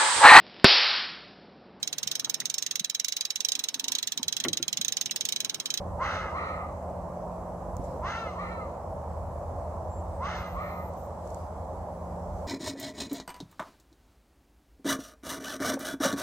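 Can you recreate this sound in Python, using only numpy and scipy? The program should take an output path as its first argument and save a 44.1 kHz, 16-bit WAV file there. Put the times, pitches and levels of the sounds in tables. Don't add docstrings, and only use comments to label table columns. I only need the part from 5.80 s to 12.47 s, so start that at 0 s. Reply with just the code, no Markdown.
import sys
import numpy as np
from scipy import signal
from scipy.fft import rfft, irfft, next_fast_len
from scipy.io import wavfile
from scipy.ndimage import uniform_filter1d, map_coordinates

SR = 44100
rng = np.random.default_rng(int(sys.argv[2]) if len(sys.argv) > 2 else 0)


def waveform_to_disk(signal):
    frames = np.transpose(np.atleast_2d(signal))
    scaled = np.clip(frames, -1, 1) * 32767
    samples = np.round(scaled).astype(np.int16)
    wavfile.write(sys.argv[1], SR, samples)


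N = 294147
T = np.arange(N) / SR

# f/Hz, correlation
AIR_LIKENESS = [(60, 0.96), (150, 0.99), (380, 0.93), (950, 0.85), (2380, 0.022), (5980, 0.062),
                (15000, 0.03)]
# f/Hz, left minus right/dB
AIR_BALANCE = [(60, -3), (110, 2), (200, -3), (380, 2.5), (700, -1), (1290, -3.5), (2380, -1.5),
               (4400, -2.5), (8120, 5), (15000, 6.5)]
# f/Hz, relative level/dB
RUMBLE_SPECTRUM = [(22, -21), (29, -24), (36, -18), (45, -1.5), (55, 8.5), (72, -1.5), (98, 4.5),
                   (125, -15), (170, -25.5), (300, -54)]
# f/Hz, relative level/dB
TYRE_SPECTRUM = [(65, -43), (110, -10), (129, -1.5), (145, -7.5), (163, -4), (180, -7), (199, -7.5),
                 (230, -9), (294, -12), (423, -10), (573, 1), (1040, -8), (1510, -26.5), (2230, -36.5),
                 (3500, -51), (4550, -79), (7700, -120)]
# multiple of the engine cycle, relative level/dB
THROB_ORDERS = [(5, -19), (6, -2), (8, 4.5), (9, -1), (12, -11.5)]
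# multiple of the engine cycle, relative level/dB
HUM_ORDERS = [(18, 0), (23, -12.5), (25, -19), (27, -33), (34, -13.5), (58, -13)]
# t/s, length/s, throb change/dB, hum change/dB
ENGINE_CHANGES = [(1.07, 0.81, -11.5, 2), (2.701, 0.65, -2.5, -8.5), (2.996, 1.6, 5.5, -5.5),
                  (4.3, .7, 1, -3), (5.2, 1.12, -0.5, -4), (6.15, 1, 4, 3.5)]
# f/Hz, relative level/dB
HISS_SPECTRUM = [(1500, -25), (3000, -3), (4200, -1.5), (6000, 2), (7900, 2.5), (8500, -2), (9100, -19.5),
                 (9800, -4.5), (10700, 1), (11600, -5), (12600, -10), (15700, -11)]
# t/s, length/s, lift of the hiss/dB
RUSTLE_EVENTS = [(1.947, 0.3, 3), (5.102, 0.23, 2.5), (5.382, .32, 4), (6.48, 0.24, 3)]
# t/s, length/s, level/dB
INSECT_BURSTS = [(4.555, 0.084, -66), (4.655, 0.12, -66), (4.801, 0.3, -65.5), (5.165, .055, -68),
                 (5.224, 0.048, -67)]
# t/s, length/s, start f/Hz, end f/Hz, level/dB
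BIRD_CALLS = [(3.74, .2, 8850, 8750, -81), (4.088, 0.13, 7560, 7400, -61.5), (4.31, 0.094, 8250, 8450, -71)]
# t/s, rough peak level/dB, left minus right/dB, t60/s
TICK_EVENTS = [(1.099, -55, 2, 0.03), (1.968, -33, -13, 0.0059), (2.04, -54, -10, 0.15),
               (5.136, -51.5, -2, .025), (5.475, -49, -6, .02), (5.503, -49, -8, .04),
               (5.546, -34, -5, 0.008)]
# f/Hz, relative level/dB
TICK_SPECTRUM = [(1500, -34), (4200, -15), (5300, -2), (7200, 7), (9100, -11), (10700, -7), (15000, -25)]
# f/Hz, level/dB, t60/s
BUMP_MODES = [(125, -27, 0.045), (184, -33, 0.035), (266, -29, 0.038), (330, -33, 0.027)]
# f/Hz, gain/dB, left minus right/dB, left lead/rad
DIRECT_PATH = [(704, 5, -2.5, -0.5), (1490, -1, -1, 0.43), (1720, -3.5, -5, .5), (2100, 3, -4, 1),
               (2360, -5.5, 1, 1.9), (2750, 4, -5.5, 1.8), (3150, 2.5, -4.5, 1.5), (3660, 8.5, 3.5, 2.5),
               (4360, 1.5, 3, 5), (5040, 3.5, 3.5, 6.5), (6530, 2, 6.5, 13.5)]
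# f/Hz, gain/dB, left minus right/dB, left lead/rad
FOREST_PATH = [(600, -2, -0.5, 1), (945, -4.5, -4, 1.3), (1170, 1, 1, 0.8), (1333, -4, -5, 1.56),
               (1630, -19, -6, 2.1), (1854, -4.5, 9, 0.58), (2130, -4.5, -3, 1.9), (2290, -0.5, -7, 1.8),
               (2370, -1, -5.5, 2.75), (2900, -13, 2, 3.2), (3430, -11.5, 0, 6.3), (4020, -7.5, 14, 10.4),
               (4540, -11.5, 6, 9.7), (6991, -17, -9, 12.2)]
# f/Hz, t60/s
TAIL_DECAY = [(500, 0.29), (2000, 0.66), (7000, 0.063)]
# f/Hz, relative level/dB
THROAT_SPECTRUM = [(300, -45), (600, -18), (900, -4), (1250, -3), (1600, -3.5), (2050, -2.5), (2450, -15.5),
                   (2900, -40), (4000, -62)]
# f/Hz, relative level/dB
RASP_SPECTRUM = [(1800, -35), (2300, -3.5), (2700, 1.5), (3300, -8), (3650, -10.5), (4100, -5.5),
                 (4600, -11), (5900, -10), (6250, -9), (6700, -16), (7400, -24.5), (9000, -43),
                 (14000, -60)]
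# t/s, time to release/s, level/dB, fade/(dB/s), rasp level/dB,
# extra rasp towards the forest/dB, top f/Hz, rise/s, sag/(Hz/s^2), hoarse until/s, clearing time/s
FOX_BARKS = [ (.190, 0.29, -30.8, 26, -49.5, 3.5, 432.8, .13, 844, 0.2, 0.264),
             (2.218, 0.25, -35, 18, -51.5, 2, 457, .155, 3310, 0.1274, 0.041),
             (4.401, 0.28, -34, 40, -53, 1.5, 430.8, .13, 1060, 0.171, .24)]


def amp(db):
    return 10 ** (np.asarray(db) / 20)


def unit(x):
    return x / np.sqrt(np.mean(x ** 2) + 1e-20)


def along(points, hz):
    f, v = np.transpose(points)
    return np.interp(np.log(hz + 1), np.log(f), v)


def wobble(rate):
    return map_coordinates(rng.standard_normal(int(N * rate / SR) + 4), [T * rate])


def filtered(x, response):
    size = next_fast_len(N + 8192)
    return irfft(rfft(x, size) * response(np.fft.rfftfreq(size, 1 / SR)), size)[..., :N]


def coloured(x, spectrum):
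    return filtered(x, lambda hz: amp(along(spectrum, hz)))


def gate(start, end, edge):
    return np.clip((T - start) / edge, 0, 1) * np.clip((end - T) / edge, 0, 1)


def cycle(hz):
    return 2 * np.pi * np.cumsum(hz) / SR


def pan(db):
    return amp([[db / 2], [-db / 2]])


def steady(x):
    return x / np.sqrt(np.abs(uniform_filter1d(x * x, size=1100)) + 1e-12)


def rush(spectrum, patchy_db):
    bins = signal.stft(rng.standard_normal((2, N)), nperseg=512)[2]
    patches = uniform_filter1d(rng.standard_normal(bins.shape[1:]), size=4, axis=0)
    patches = unit(uniform_filter1d(patches, size=16, axis=1))
    pair = signal.istft(bins * amp(patchy_db * patches), nperseg=512)[1][:, :N]

    def mix(hz, side):
        turn = np.arccos(np.clip(along(AIR_LIKENESS, hz), -1, 1)) / 2
        gain = amp(along(spectrum, hz) + side * along(AIR_BALANCE, hz) / 2)
        return gain * [np.cos(turn), side * np.sin(turn)]
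    return unit(np.array([filtered(pair, lambda hz: mix(hz, side)).sum(axis=0) for side in (1, -1)]))


def traffic(rumble_db=-44.5, sway_db=1.14, tyres_db=-37.5, recede_db_per_s=0.2644):
    rumble = amp(rumble_db + sway_db * wobble(2.35)) * rush(RUMBLE_SPECTRUM, patchy_db=2.5)
    tyres = amp(tyres_db - recede_db_per_s * T) * rush(TYRE_SPECTRUM, patchy_db=0.92)
    return rumble + tyres


def engine(cycle_hz=9.84, throb_db=-43, hum_db=-47):
    throb_change, hum_change = sum(np.outer(change, gate(s, s + length, edge=.37))
                                   for s, length, *change in ENGINE_CHANGES)
    phase = cycle(cycle_hz * (1 + .0015 * wobble(1.987)))

    def orders(table):
        out = np.zeros(N)
        for k, db in table:
            gain = amp(db + 1.96 * wobble(4))
            drift = rng.uniform(0, 2 * np.pi) + .5 * wobble(2.0)
            out += gain * np.sin(k * phase + drift)
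        return unit(out)
    throb = amp(throb_db + throb_change) * orders(THROB_ORDERS)
    hum = amp(hum_db + hum_change) * orders(HUM_ORDERS)
    return pan(-0.96) * (throb + hum)


def hiss(hiss_db=-67, whine_db=-81, whine_hz=7745):
    whine = amp(whine_db) * np.sin(cycle(whine_hz + 1.42 * wobble(3.9)))
    rustle_db = sum(db * gate(s, s + length, edge=.09) for s, length, db in RUSTLE_EVENTS)
    return amp(hiss_db + rustle_db) * rush(HISS_SPECTRUM, patchy_db=1.5) + pan(5.4) * whine


def insect(carrier_hz=13900):
    trill = np.sin([cycle(carrier_hz + 110 * wobble(700)) for mic in range(2)])
    bursts = sum(amp(db) * gate(s, s + length, edge=0.008) for s, length, db in INSECT_BURSTS)
    return pan(15.0) * trill * bursts


def bird():
    out = np.zeros(N)
    for s, length, start_hz, end_hz, db in BIRD_CALLS:
        hz = np.interp(T, [s, s + length], [start_hz, end_hz]) + 70 * wobble(250)
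        out += amp(db) * gate(s, s + length, edge=0.023) * np.sin(cycle(hz))
    return pan(7.2) * out


def ticks():
    out = np.zeros((2, N))
    snap = unit(coloured(rng.standard_normal((2, N)), TICK_SPECTRUM))
    for s, peak_db, side_db, t60 in TICK_EVENTS:
        rms_db = peak_db - 6 - 60 * np.abs(T - s) / t60
        out += pan(side_db) * amp(rms_db) * (T >= s) * snap
    return out


def bump(start_s=1.996, attack_s=0.0011):
    age = np.clip(T - start_s, 0, 1)
    modes = sum(amp(db - 60 * age / t60) * np.sin(2 * np.pi * hz * age) for hz, db, t60 in BUMP_MODES)
    return pan(-9) * (1 - np.exp(-age / attack_s)) * modes


def arrive(x, path):
    def response(hz):
        gain_db, lean_db, lead = (along([(row[0], row[k]) for row in path], hz) for k in range(1, 4))
        half = np.array([[.5], [-.5]])
        return amp(gain_db + half * lean_db) * np.exp(1j * half * lead)
    return filtered(x, response)


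def scatter(x, decay):
    hz, t, bins = signal.stft(rng.standard_normal((2, SR)), SR, nperseg=256)
    tail = signal.istft(bins * amp(-60 * t / along(decay, hz)[:, None]), SR, nperseg=256)[1]
    left, right = signal.fftconvolve(x[None], tail / np.linalg.norm(tail[0]), axes=1)[:, :N]
    side = coloured((left - right) / 2, [(1000, -1.5), (3000, 0.42)])
    return (left + right) / 2 + np.array([side, -side])


def field(towards_mics, towards_forest, echo_s=.333, echo_db=-1, trees_db=-9, tail_db=-11):
    late = np.interp(T - echo_s, T, towards_forest, left=0)
    smeared = late + amp(trees_db) * scatter(late, decay=[(1000, 0.19), (5000, 0.13)])[0]
    both = arrive(towards_mics, DIRECT_PATH) + amp(echo_db) * arrive(smeared, FOREST_PATH)
    return both + amp(tail_db) * scatter(both[0], TAIL_DECAY)


ONSET_ROUGH, PEAK_ROUGH, CLEAR_ROUGH = 0.25, 0.729, 0.1797


def barking(onset_hz=298, floor_hz=349.3, roughen_s=0.09, lead_s=0.00798, attack_s=0.042,
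            punch_db=4.5, punch_s=0.032, release_db_per_s=116,
            rasp_attack_s=0.053, rasp_hold_s=.11, rasp_rise_db_per_s=334, rasp_fall_db_per_s=87):
    rows = np.array(FOX_BARKS)
    current = np.maximum(np.searchsorted(rows[:, 0] - lead_s, T) - 1, 0)
    start, length, db, fade, rasp_db, aim_db, top_hz, rise, sag, hoarse_s, clear_s = rows[current].T
    age = T - start
    past = lambda s: np.maximum(age - s, 0)
    swoop = (top_hz - onset_hz) * np.clip(1 - age / rise, 0, 1) ** 2
    pitch = top_hz - swoop - np.minimum(sag * past(rise) ** 2, top_hz - floor_hz)
    roughening = (PEAK_ROUGH - ONSET_ROUGH) * np.clip(age / roughen_s, 0, 1)
    clearing = (PEAK_ROUGH - CLEAR_ROUGH) * np.clip(past(hoarse_s) / clear_s, 0, 1)
    rough = np.clip(ONSET_ROUGH + roughening - clearing, 0, 1)
    attack = np.clip((age + lead_s) / attack_s, 0, 1)
    punch = punch_db * np.exp(-past(0) / punch_s)
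    body = amp(db + punch - fade * past(0) - release_db_per_s * past(length))
    rasp_onset_db = rasp_rise_db_per_s * np.minimum(age - rasp_attack_s, 0)
    rasp = amp(rasp_db + rasp_onset_db - rasp_fall_db_per_s * past(rasp_attack_s + rasp_hold_s))
    return pitch, rough, attack * body, attack * rasp, amp(aim_db)


def vocal_folds(pitch, rough, jitter=.045, flutter_db=3.0, treble_air=.14):
    phase = cycle(pitch * (1 + jitter * rough * wobble(260) + 0.004 * wobble(50)))
    folds = unit(sum(amp(flutter_db * wobble(45)) * np.cos(k * phase + 1.02 * wobble(14))
                     for k in range(1, 23)))
    air = 1.5 * unit(rng.standard_normal(N) * (1 + .35 * np.cos(phase)))
    airiness = np.clip(rough ** 1.5 + np.array([[0], [treble_air]]), 0, .92)
    shimmer = amp(0.17 * rough * wobble(150))
    return (np.sqrt(1 - airiness) * folds + np.sqrt(airiness) * air) * shimmer


def mouth(source, pitch, rough, resonance_db=11, width_hz=270, closed_db=18, pure_db=9,
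          open_hz=415, shut_hz=305):
    hz, t, bins = signal.stft(source, SR, nperseg=512)
    centre = np.interp(t, T, pitch * (3 + .35 * rough ** 2))
    width = width_hz * np.interp(t, T, .3 + .7 * rough)
    resonance = amp(resonance_db) / (1 + ((hz[:, None] - centre) / width) ** 2)
    shut = np.interp(t, T, np.clip((open_hz - pitch) / (open_hz - shut_hz), 0, 1))
    broadband = amp(-closed_db * shut - pure_db * np.interp(t, T, PEAK_ROUGH - rough))
    return signal.istft(bins * (broadband + resonance), nperseg=512)[1][:, :N]


def fox():
    pitch, rough, body_gain, rasp_gain, forest_aim = barking()
    low, high = mouth(vocal_folds(pitch, rough), pitch, rough)
    body = body_gain * steady(coloured(low, THROAT_SPECTRUM))
    rasp = rasp_gain * steady(coloured(high, RASP_SPECTRUM))
    return body + rasp, body + forest_aim * rasp


def scene():
    return field(*fox()) + traffic() + engine() + hiss() + ticks() + bump() + bird() + insect()


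def record(dry, top_hz=15750):
    return filtered(dry, lambda hz: hz < top_hz)


dry = scene()
out = record(dry)
waveform_to_disk(out)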